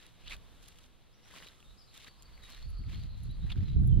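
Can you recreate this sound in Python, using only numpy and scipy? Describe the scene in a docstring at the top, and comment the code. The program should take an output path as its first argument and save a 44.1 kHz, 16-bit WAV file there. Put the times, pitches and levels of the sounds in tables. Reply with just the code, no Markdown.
"""A wet, muddy pasture, heard from a camera microphone carried by a slow walker.
Close below, each boot presses the sod, makes the mud crackle with bursting bubbles and brushes the
grass; twice the mud squelches out from under the sole. Something ticks lightly. Small birds whistle
far off in quiet open air, and towards the end wind builds up, its eddies striking the microphone ports."""
import sys
import numpy as np
from scipy import signal
from scipy.fft import rfft, irfft
from scipy.io import wavfile
from scipy.ndimage import uniform_filter1d

SR = 44100
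rng = np.random.default_rng(int(sys.argv[2]) if len(sys.argv) > 2 else 0)


def wrap_up_sound(samples):
    """Save the sound to the file named by the first command line argument, as 16-bit audio."""
    columns = np.atleast_2d(samples).T
    # keep every value between -1 and 1, then stretch to whole-number steps
    tamed = np.clip(columns, -1, 1)
    steps = np.round(tamed * 32767).astype(np.int16)
    wavfile.write(sys.argv[1], SR, steps)


N = 176400

# Levels are relative within each layer; the functions set the balance.
# footfalls and swings of a boot: t/s, hold/s, rise/s, fall/s, sod/dB, mud/dB, grass/dB
STEPS = [(0.0, 0.055, .02, 0.033, -67.5, -63.5, -77), (0.231, .06, 0.038, .015, -79, -66, -79),
         (0.319, 0.032, 0.014, .006, -62.5, -58.5, -65), (0.663, 0.032, 0.068, 0.041, -73, -66.5, -69),
         (0.774, 0.087, 0.043, 0.014, -93, -70.5, -75), (1.268, 0.059, 0.034, 0.023, -67, -67, -73.5),
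         (1.341, 0.043, 0.019, 0.046, -58, -57, -65.5), (1.413, 0.063, .02, 0.072, -69.5, -62.5, -74),
         (1.944, 0.032, 0.0095, 0.024, -67, -60.5, -67), (2.007, .04, 0.01, .015, -78, -58.5, -69.5),
         (2.065, 0.016, 0.0068, 0.012, -59.5, -58, -71), (2.317, 0.11, 0.071, .03, -68.5, -75.5, -96),
         (2.434, 0.022, 0.0076, 0.029, -69, -61.5, -67.5), (2.485, 0.049, 0.0081, 0.072, -65, -59.5, -68.5),
         (2.59, 0.028, .02, 0.062, -72.5, -69, -81), (2.912, 0.04, .03, 0.035, -64.5, -60, -72.5),
         (2.996, 0.064, .02, .02, -72.5, -67.5, -75.5), (3.179, 0.09, .01, 0.052, -79, -79, -77.5),
         (3.44, 0.11, 0.055, .02, -69, -73, -85), (3.564, 0.16, .01, .035, -71, -66, -85.5)]
# mud squeezed from under the sole: t/s, hold/s, rise/s, fall/s, level/dB, cavity f/Hz, spray/dB
SQUELCHES = [(0.275, .011, 0.012, 0.0054, -52.5, 3200, -93),
             (0.297, 0.011, .003, 0.0033, -51.5, 3400, -63.5),
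             (0.311, .024, 0.0043, .012, -47.5, 2570, -73), (0.339, 0.0068, .004, 0.004, -58, 2100, -67),
             (3.501, .008, 0.0055, 0.0036, -49.5, 2630, -77),
             (3.518, 0.0078, 0.0021, 0.0046, -46, 3370, -75)]
# single bubbles and stalks bursting: t/s, ring level/dB, f/Hz, snap level/dB
POPS = [(0.0651, -47.5, 3800, -49), (0.276, -36.5, 2980, -60), (0.28, -33.5, 3940, -66),
        (.3105, -32.5, 2170, -60), (0.3227, -29, 2360, -59), (.332, -34, 2320, -59),
        (0.3447, -43, 1680, -59), (0.366, -45, 3330, -53), (0.6821, -51, 3680, -44.5),
        (0.686, -60, 2950, -43), (.7866, -45, 3200, -53), (1.425, -38.5, 1870, -52),
        (1.431, -41, 3000, -61), (1.462, -43.5, 491, -70), (1.4687, -39, 3870, -63),
        (1.486, -39, 3870, -57), (1.6038, -46, 3240, -62), (1.6275, -46.5, 2670, -74),
        (1.943, -49, 3700, -53), (1.977, -37, 3670, -49), (2.07, -44, 1690, -62), (2.0784, -46, 4360, -62),
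        (2.2231, -51, 3120, -50), (2.2242, -46.5, 7200, -60), (2.23, -55, 7300, -49),
        (2.378, -44, 2270, -68), (2.438, -43.5, 1930, -62), (2.502, -50, 1220, -45),
        (2.5474, -39.5, 3890, -61), (2.578, -47, 1700, -66), (2.627, -41.5, 4220, -62),
        (2.839, -48, 2220, -68), (2.9465, -38.5, 3200, -60), (3.0362, -42, 3920, -59),
        (3.5024, -45, 2680, -62), (3.5194, -48, 3240, -54), (3.559, -43.5, 1550, -68),
        (3.608, -46, 1950, -64), (3.836, -49, 1510, -63)]
# spectra of the sounds underfoot: f/Hz, level/dB
SOD_COLOUR = [(120, 2), (400, -0.5), (900, -1.5), (1500, 2), (2000, 3), (3000, -18.5), (6000, -22)]
MUD_COLOUR = [(600, -25.5), (1400, -11.5), (2200, -1), (3000, 2.5), (3900, 3), (4700, -6.5), (5600, -13.5),
              (9000, -27.5)]
GRASS_COLOUR = [(1500, -25), (4000, 6), (6000, 0), (8000, 1.5), (9200, -1.5), (11000, 1), (12500, -5.5),
                (15500, -20.5)]
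SQUELCH_COLOUR = [(200, -6.5), (700, -5.5), (1300, 0), (2300, -3.5), (3500, 6), (4600, 0.5), (5400, -38.5),
                  (8000, -27.5)]
SNAP_COLOUR = [(1000, -34), (4000, -4), (7500, -11), (9000, -8), (11000, -4), (15500, -17)]

# wind rumble on the microphone: t/s, level/dB
GUSTS = [(0, -77), (.21, -62), (.27, -50.5), (.37, -48.5), (.47, -60), (.8, -62.5), (1.0, -69.5),
         (1.62, -73), (1.71, -50), (1.82, -79), (2.22, -60), (2.3, -51.5), (2.52, -57), (2.67, -37),
         (3.12, -41.5), (3.45, -34.5), (3.69, -34.5), (3.78, -24.5), (4, -26.5)]
# turbulence of the stronger gusts: t/s, left/dB, right/dB
BUFFETING = [(0, -101, -73), (2.55, -91, -75.5), (2.76, -64, -67), (2.88, -45.5, -54), (3.0, -43.5, -54),
             (3.15, -47.5, -70), (3.27, -45, -48), (3.5, -42.5, -45.5), (3.6, -54, -40), (3.69, -37, -36),
             (3.79, -29.5, -25.5), (4, -29, -20.5)]
# separate puffs striking the ports: t/s, hold/s, left/dB, right/dB
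PUFFS = [(2.661, 0.013, -53, -46.5), (2.795, 0.025, -39, -50), (2.869, 0.012, -35, -43),
         (2.935, 0.062, -40, -42), (3.042, 0.015, -46, -41), (3.219, .08, -44.5, -41.5),
         (3.437, 0.02, -45, -32.5), (3.562, .075, -31.5, -31), (3.764, 0.021, -25, -23.5)]
# spectra of the wind at the ports: f/Hz, level/dB
RUMBLE_COLOUR = [(12, -20.5), (25, -1), (40, 1.5), (70, -4), (110, -18), (200, -34), (500, -75),
                 (4000, -110)]
TURBULENCE_COLOUR = [(15, -19), (30, -17.5), (70, 0.5), (115, 0.5), (170, -7), (250, -20.5), (350, -29),
                     (500, -43), (1000, -61), (3000, -79), (9000, -110)]

# small bright ticks: t/s, level/dB
TICKS = [(2.688, -62), (2.701, -54.5), (2.785, -64.5), (3.233, -53), (3.31, -59.5), (3.861, -61),
         (3.873, -49.5)]
# modes of the ticking object: f/Hz, level/dB, t60/s
TICK_MODES = [(6560, -13, .04), (11080, 3, 0.032), (11420, -4, 0.027)]
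# bird notes: t/s, length/s, first f/Hz, middle f/Hz, last f/Hz, level/dB, warble/share of pitch
BIRD_NOTES = [(1.12, 0.049, 4600, 5300, 6000, -73.5, 0.059), (1.22, 0.056, 4900, 5680, 5100, -70.5, 0.063),
              (1.634, .11, 3500, 3790, 4200, -66.5, 0.034), (1.772, 0.03, 4550, 5100, 5340, -64.5, .008),
              (1.796, 0.037, 5270, 4800, 4400, -62, 0.011), (1.873, 0.043, 3900, 4240, 3990, -63.5, .06),
              (2.074, 0.046, 4470, 4560, 4500, -64.5, .005), (2.174, 0.032, 4860, 4950, 5000, -71, .008),
              (2.251, 0.022, 4580, 4570, 4440, -62.5, .005),
              (2.324, 0.048, 4550, 4550, 4540, -66.5, 0.0033),
              (2.42, 0.05, 3906, 3810, 3820, -55.5, 0.0055), (2.505, 0.037, 4250, 4255, 4250, -58, .006),
              (2.61, 0.055, 4310, 4390, 4520, -62, 0.01), (2.77, 0.044, 4480, 4530, 4430, -60.5, 0.0048),
              (2.922, .065, 4050, 4230, 4400, -59.5, 0.0073), (2.992, .04, 4680, 4620, 4500, -64, .008),
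              (3.085, .06, 4100, 4180, 4370, -65.5, .02), (3.291, 0.034, 3790, 3990, 4145, -57, 0.011),
              (3.326, 0.033, 4330, 4650, 4600, -70, .02), (3.4, 0.075, 3500, 3915, 4080, -62.5, 0.0053),
              (3.339, 0.079, 9640, 8670, 7900, -82, .02), (3.628, 0.016, 5820, 4830, 4200, -72, .005),
              (3.646, 0.072, 4060, 4017, 3770, -59, 0.0074), (3.79, 0.1, 8200, 8600, 8500, -79.5, 0.013),
              (3.88, .085, 8000, 7600, 7400, -79, .008), (3.889, 0.016, 3360, 3440, 3150, -64, 0.0092),
              (3.911, 0.034, 3160, 3070, 3100, -61.5, .004)]
# loudness of song blurred by distance: t/s, level/dB
CHORUS_LEVEL = [(0, -75), (1.1, -87), (2.2, -77), (2.7, -71), (3.2, -69.5), (3.7, -77), (4, -83)]
# centre pitch of that song: t/s, f/Hz
CHORUS_PITCH = [(0, 3704), (1.5, 3900), (2.7, 4480), (3.2, 4080), (4, 3860)]
# faint low calls from farther off: t/s, hold/s, f/Hz, level/dB
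FAR_CALLS = [(1.5, .4, 1270, -79), (2.12, .2, 1060, -78), (2.74, .12, 1300, -74)]
# spectrum of the open air: f/Hz, level/dB
AIR_COLOUR = [(25, -1), (70, -3), (170, -5.5), (300, -11.5), (500, -14), (1200, -17.5), (2200, -21.5),
              (3700, -17.5), (4500, -24.5), (5400, -33.5), (7500, -38.5), (11000, -35), (15500, -41.5)]
# treble hiss over the field: t/s, level/dB
HISS_LEVEL = [(0, -75), (.2, -82.5), (.5, -80), (.85, -83), (1.1, -86.5), (1.55, -76.5), (2.3, -79.5),
              (2.7, -80.5), (3.1, -96), (3.4, -87), (4, -95)]
# stereo width of the microphone: f/Hz, side gain/dB
MIC_WIDTH = [(100, 6.5), (400, -4.5), (1100, -4.5), (2600, -8), (4000, -13), (5200, 1.5), (6300, 7),
             (7500, 2), (9000, -1), (12000, -2.5), (15000, 0)]


def footsteps():
    """Just below the microphone, sod gives way, mud crackles in spurts and grass flicks the boot."""
    pressure = np.array([press(*step[:4]) for step in STEPS])
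    layer_gains = undb(np.array(STEPS)[:, 4:]).T
    sod, mud, grass = np.sqrt(layer_gains ** 2 @ pressure ** 2)  # overlapping steps add in power
    spurts = undb(1.8 * wander(150))
    crackle = grains(per_s=2800, spread_db=3.5)
    return (colour(grains(per_s=1500, spread_db=3.5) * sod * spurts, SOD_COLOUR)
            + colour(crackle * mud * spurts, MUD_COLOUR)
            + bubbles(mud)
            + colour(grains(per_s=2500, spread_db=3) * grass * spurts, GRASS_COLOUR))


def bubbles(mud_level, count=1500, low_hz=886, high_hz=4620, decay_cycles=5.3, glide=0.14):
    """Small bubbles burst in the trodden mud, each a short ring that rises in pitch."""
    out, t = np.zeros((2, N)), np.arange(SR // 40) / SR
    for when, pitch, size, angle in rng.random((count, 4)):
        hz = low_hz * (high_hz / low_hz) ** np.sqrt(pitch)
        decay = np.exp(-t * hz / decay_cycles)
        ring = decay * tone(hz * (1 + glide * (1 - decay)))
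        size_db = -3 + 3.5 * min(-np.log(1 - size), np.pi)  # many faint, a few loud
        direction = np.array([[1], [np.sqrt(2) * np.cos(2 * np.pi * angle)]])
        add(out, when * N / SR, mud_level[int(when * N)] * undb(size_db) * ring * direction)
    return out


def squelches(cavity_q=7.9):
    """A dense run of bursting bubbles rings the cavity under the sole and throws fine spray."""
    ring, body, spray = np.zeros((3, 2, N))
    bursts = grains(per_s=3500, spread_db=0.5)
    for start, hold, rise, fall, db, hz, spray_db in SQUELCHES:
        push = press(start, hold, rise, fall)
        cavity = signal.iirpeak(hz, cavity_q, fs=SR)
        ring += unit(signal.lfilter(*cavity, bursts)) * push * undb(db)
        body += bursts * push * undb(db)
        spray += bursts * push * undb(spray_db)
    return (undb(-2) * lowpass(ring, hz=5200, order=4)
            + undb(-5.5) * colour(body, SQUELCH_COLOUR) + colour(spray, GRASS_COLOUR))


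def pops(ring_s=.0015, snap_s=.0012):
    """Single bubbles and stalks burst underfoot: a snap and a ring of a few cycles."""
    rings, snaps = np.zeros((2, 2, N))
    t = np.arange(SR // 40) / SR
    mid_side_phase = np.array([[0], [np.pi / 2]])
    for start, db, hz, snap_db in POPS:
        add(rings, start, undb(db) * np.sin(2 * np.pi * hz * t + mid_side_phase) * np.exp(-t / ring_s))
        add(snaps, start, undb(snap_db - 5) * rng.standard_normal((2, len(t))) * np.exp(-t / snap_s))
    return 0.64 * rings + colour(snaps, SNAP_COLOUR)


def wind(right_bias_db=3.5):
    """Wind right on the microphone: a low rumble, with puffs and buffeting that reach higher in pitch."""
    rumble = eddies(RUMBLE_COLOUR) * undb(curve(GUSTS) + right_bias_db * np.array([[-.5], [.5]]))
    buffeting = undb(wander(32) + np.array([curve(BUFFETING, column=1), curve(BUFFETING, column=2)]))
    puffs = sum(press(start, hold, rise=0.0063, fall=0.0085) * undb([[left], [right]])
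                for start, hold, left, right in PUFFS)
    return undb(3) * rumble + undb(5) * eddies(TURBULENCE_COLOUR) * np.hypot(buffeting, puffs)


def eddies(spectrum, power_limit=.8):
    """Eddies hit each port separately: low noise with its largest swells evened out."""
    pressure = colour(noise(), spectrum)
    power = uniform_filter1d(pressure ** 2, SR // 25)
    return pressure / np.sqrt(1 + power / power_limit)


def ticks(attack_s=0.00082):
    """Light ticks with a thin, high ring, perhaps a small metal zip pull."""
    out, t = np.zeros((2, N)), np.arange(SR // 15) / SR
    attack = 1 - np.exp(-t / attack_s)
    for start, db in TICKS:
        for hz, mode_db, t60 in TICK_MODES:
            detuned_hz = hz * (1 + .006 * rng.standard_normal())
            ring = np.sin(2 * np.pi * (detuned_hz * t + rng.random((2, 1))))
            add(out, start, 0.59 * undb(db + mode_db) * ring * attack * undb(-60 * t / t60))
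    return out


def birds(echo_t60_s=.5):
    """Small birds far off: gliding whistles that echo off the hedges."""
    song, waver = np.zeros(N), wander(160)
    for start, length, first, middle, last, db, warble in BIRD_NOTES:
        progress = np.linspace(0, 1, int(length * SR))
        glide_hz = np.polyval(np.polyfit([0, .5, 1], [first, middle, last], 2), progress)
        wobble = 1 + warble * np.roll(waver, -int(start * SR))[:len(progress)]
        swell = np.sqrt(2 * np.abs(np.sin(np.pi * progress)))
        add(song, start, undb(db) * swell * tone(glide_hz * wobble))
    t = np.arange(N) / SR
    tail = unit(noise() * undb(-60 * t / echo_t60_s)) / np.sqrt(N)
    echo = signal.fftconvolve(song[None], tail, axes=1)[:, :N]
    direction = np.array([[1], [.3]])  # left of centre
    return undb(-3) * song * direction + undb(-5) * echo


def far_chorus():
    """More distant song, blurred into a wavering band of noise."""
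    blur = unit(lowpass(noise(), hz=260))
    band = unit(blur * tone(curve(CHORUS_PITCH) * (1 + 0.02 * wander(14))))
    return band * undb(curve(CHORUS_LEVEL) + 1.5 * wander(22))


def far_calls():
    """Narrow, wavering tones from farther off that barely rise above the air."""
    blur = unit(lowpass(noise(), hz=90))
    t = np.arange(N) / SR
    calls = sum(undb(db) * press(start, hold, rise=0.056, fall=0.036) * np.sin(2 * np.pi * hz * t)
                for start, hold, hz, db in FAR_CALLS)
    return np.sqrt(2) * blur * calls


def field():
    """Quiet open air all round, with a faint hiss and stray crackles from the wet turf."""
    air = colour(noise(), AIR_COLOUR) * undb(-65 + 1.2 * wander(2))
    hiss = colour(noise(), GRASS_COLOUR) * undb(curve(HISS_LEVEL))
    turf = undb(-80.5) * colour(grains(per_s=180, spread_db=3), MUD_COLOUR)
    return air + hiss + turf


def undb(db):
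    """Decibels to gain."""
    return 10 ** (np.asarray(db) / 20)


def unit(x):
    """Scale to rms 1."""
    return x / np.sqrt(np.mean(x ** 2) + 1e-30)


def curve(rows, column=1):
    """A column of a table joined by straight lines in time."""
    rows = np.array(rows)
    return np.interp(np.arange(N) / SR, rows[:, 0], rows[:, column])


def gains(points):
    """Gain per frequency bin from points of f/Hz, level/dB."""
    hz, db = np.array(points, float).T
    bin_hz = np.arange(N // 2 + 1) * SR / N
    return undb(np.interp(np.log(bin_hz + 1), np.log(hz), db))


def colour(x, points):
    """Causal filter with the given spectrum; keeps the power of white noise."""
    cepstrum = irfft(np.log(unit(gains(points))), N)
    cepstrum[1:N // 2] *= 2  # fold to minimum phase
    cepstrum[N // 2 + 1:] = 0
    return irfft(rfft(x) * np.exp(rfft(cepstrum)), N)


def lowpass(x, hz, order=2):
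    """Roll off above hz."""
    return signal.sosfilt(signal.butter(order, hz, fs=SR, output="sos"), x)


def tone(hz):
    """A sine that follows a moving pitch."""
    return np.sin(2 * np.pi * np.cumsum(hz) / SR)


def noise():
    """Two unrelated white noises."""
    return rng.standard_normal((2, N))


def wander(rate_hz):
    """Smooth random drift of rms 1."""
    span = max(int(SR / rate_hz), 1)
    drift = uniform_filter1d(rng.standard_normal(N), span, mode="wrap")
    return unit(uniform_filter1d(drift, span, mode="wrap"))


def grains(per_s, spread_db):
    """Random tiny clicks of uneven size, each from left or right, as mid and side."""
    hit = rng.random(N) < per_s / SR
    size = undb(spread_db * np.minimum(rng.exponential(size=N), 4))
    return unit(hit * size) * np.sign(noise())


def press(start, hold, rise, fall):
    """An envelope that swells up to start, holds and dies away; rise and fall are time constants."""
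    t = np.arange(N) / SR - start
    exponent = np.minimum(t, 0) / rise - np.maximum(t - hold, 0) / fall
    return np.exp(np.maximum(exponent, -40))


def add(out, start, sound):
    """Mix a short sound in at a time."""
    i = max(int(start * SR), 0)
    out[..., i:i + sound.shape[-1]] += sound[..., :max(N - i, 0)]


def stereo(mid, side):
    """Mid and side to left and right; the two ports differ most in the bass and near 6 kHz."""
    side = irfft(rfft(side) * gains(MIC_WIDTH), N)
    return np.array([mid + side, mid - side])


def scene():
    """Boots close by, birds and field beyond, and wind directly on the ports."""
    close = footsteps() + squelches() + pops() + ticks()
    distant = birds() + far_chorus() + far_calls() + field()
    return stereo(*(close + distant)) + wind()


def record(dry):
    """The camera cuts the top steeply."""
    top_hz = 15750
    return signal.sosfilt(signal.ellip(10, .2, 70, top_hz, fs=SR, output="sos"), dry)


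dry = scene()
out = record(dry)
wrap_up_sound(out)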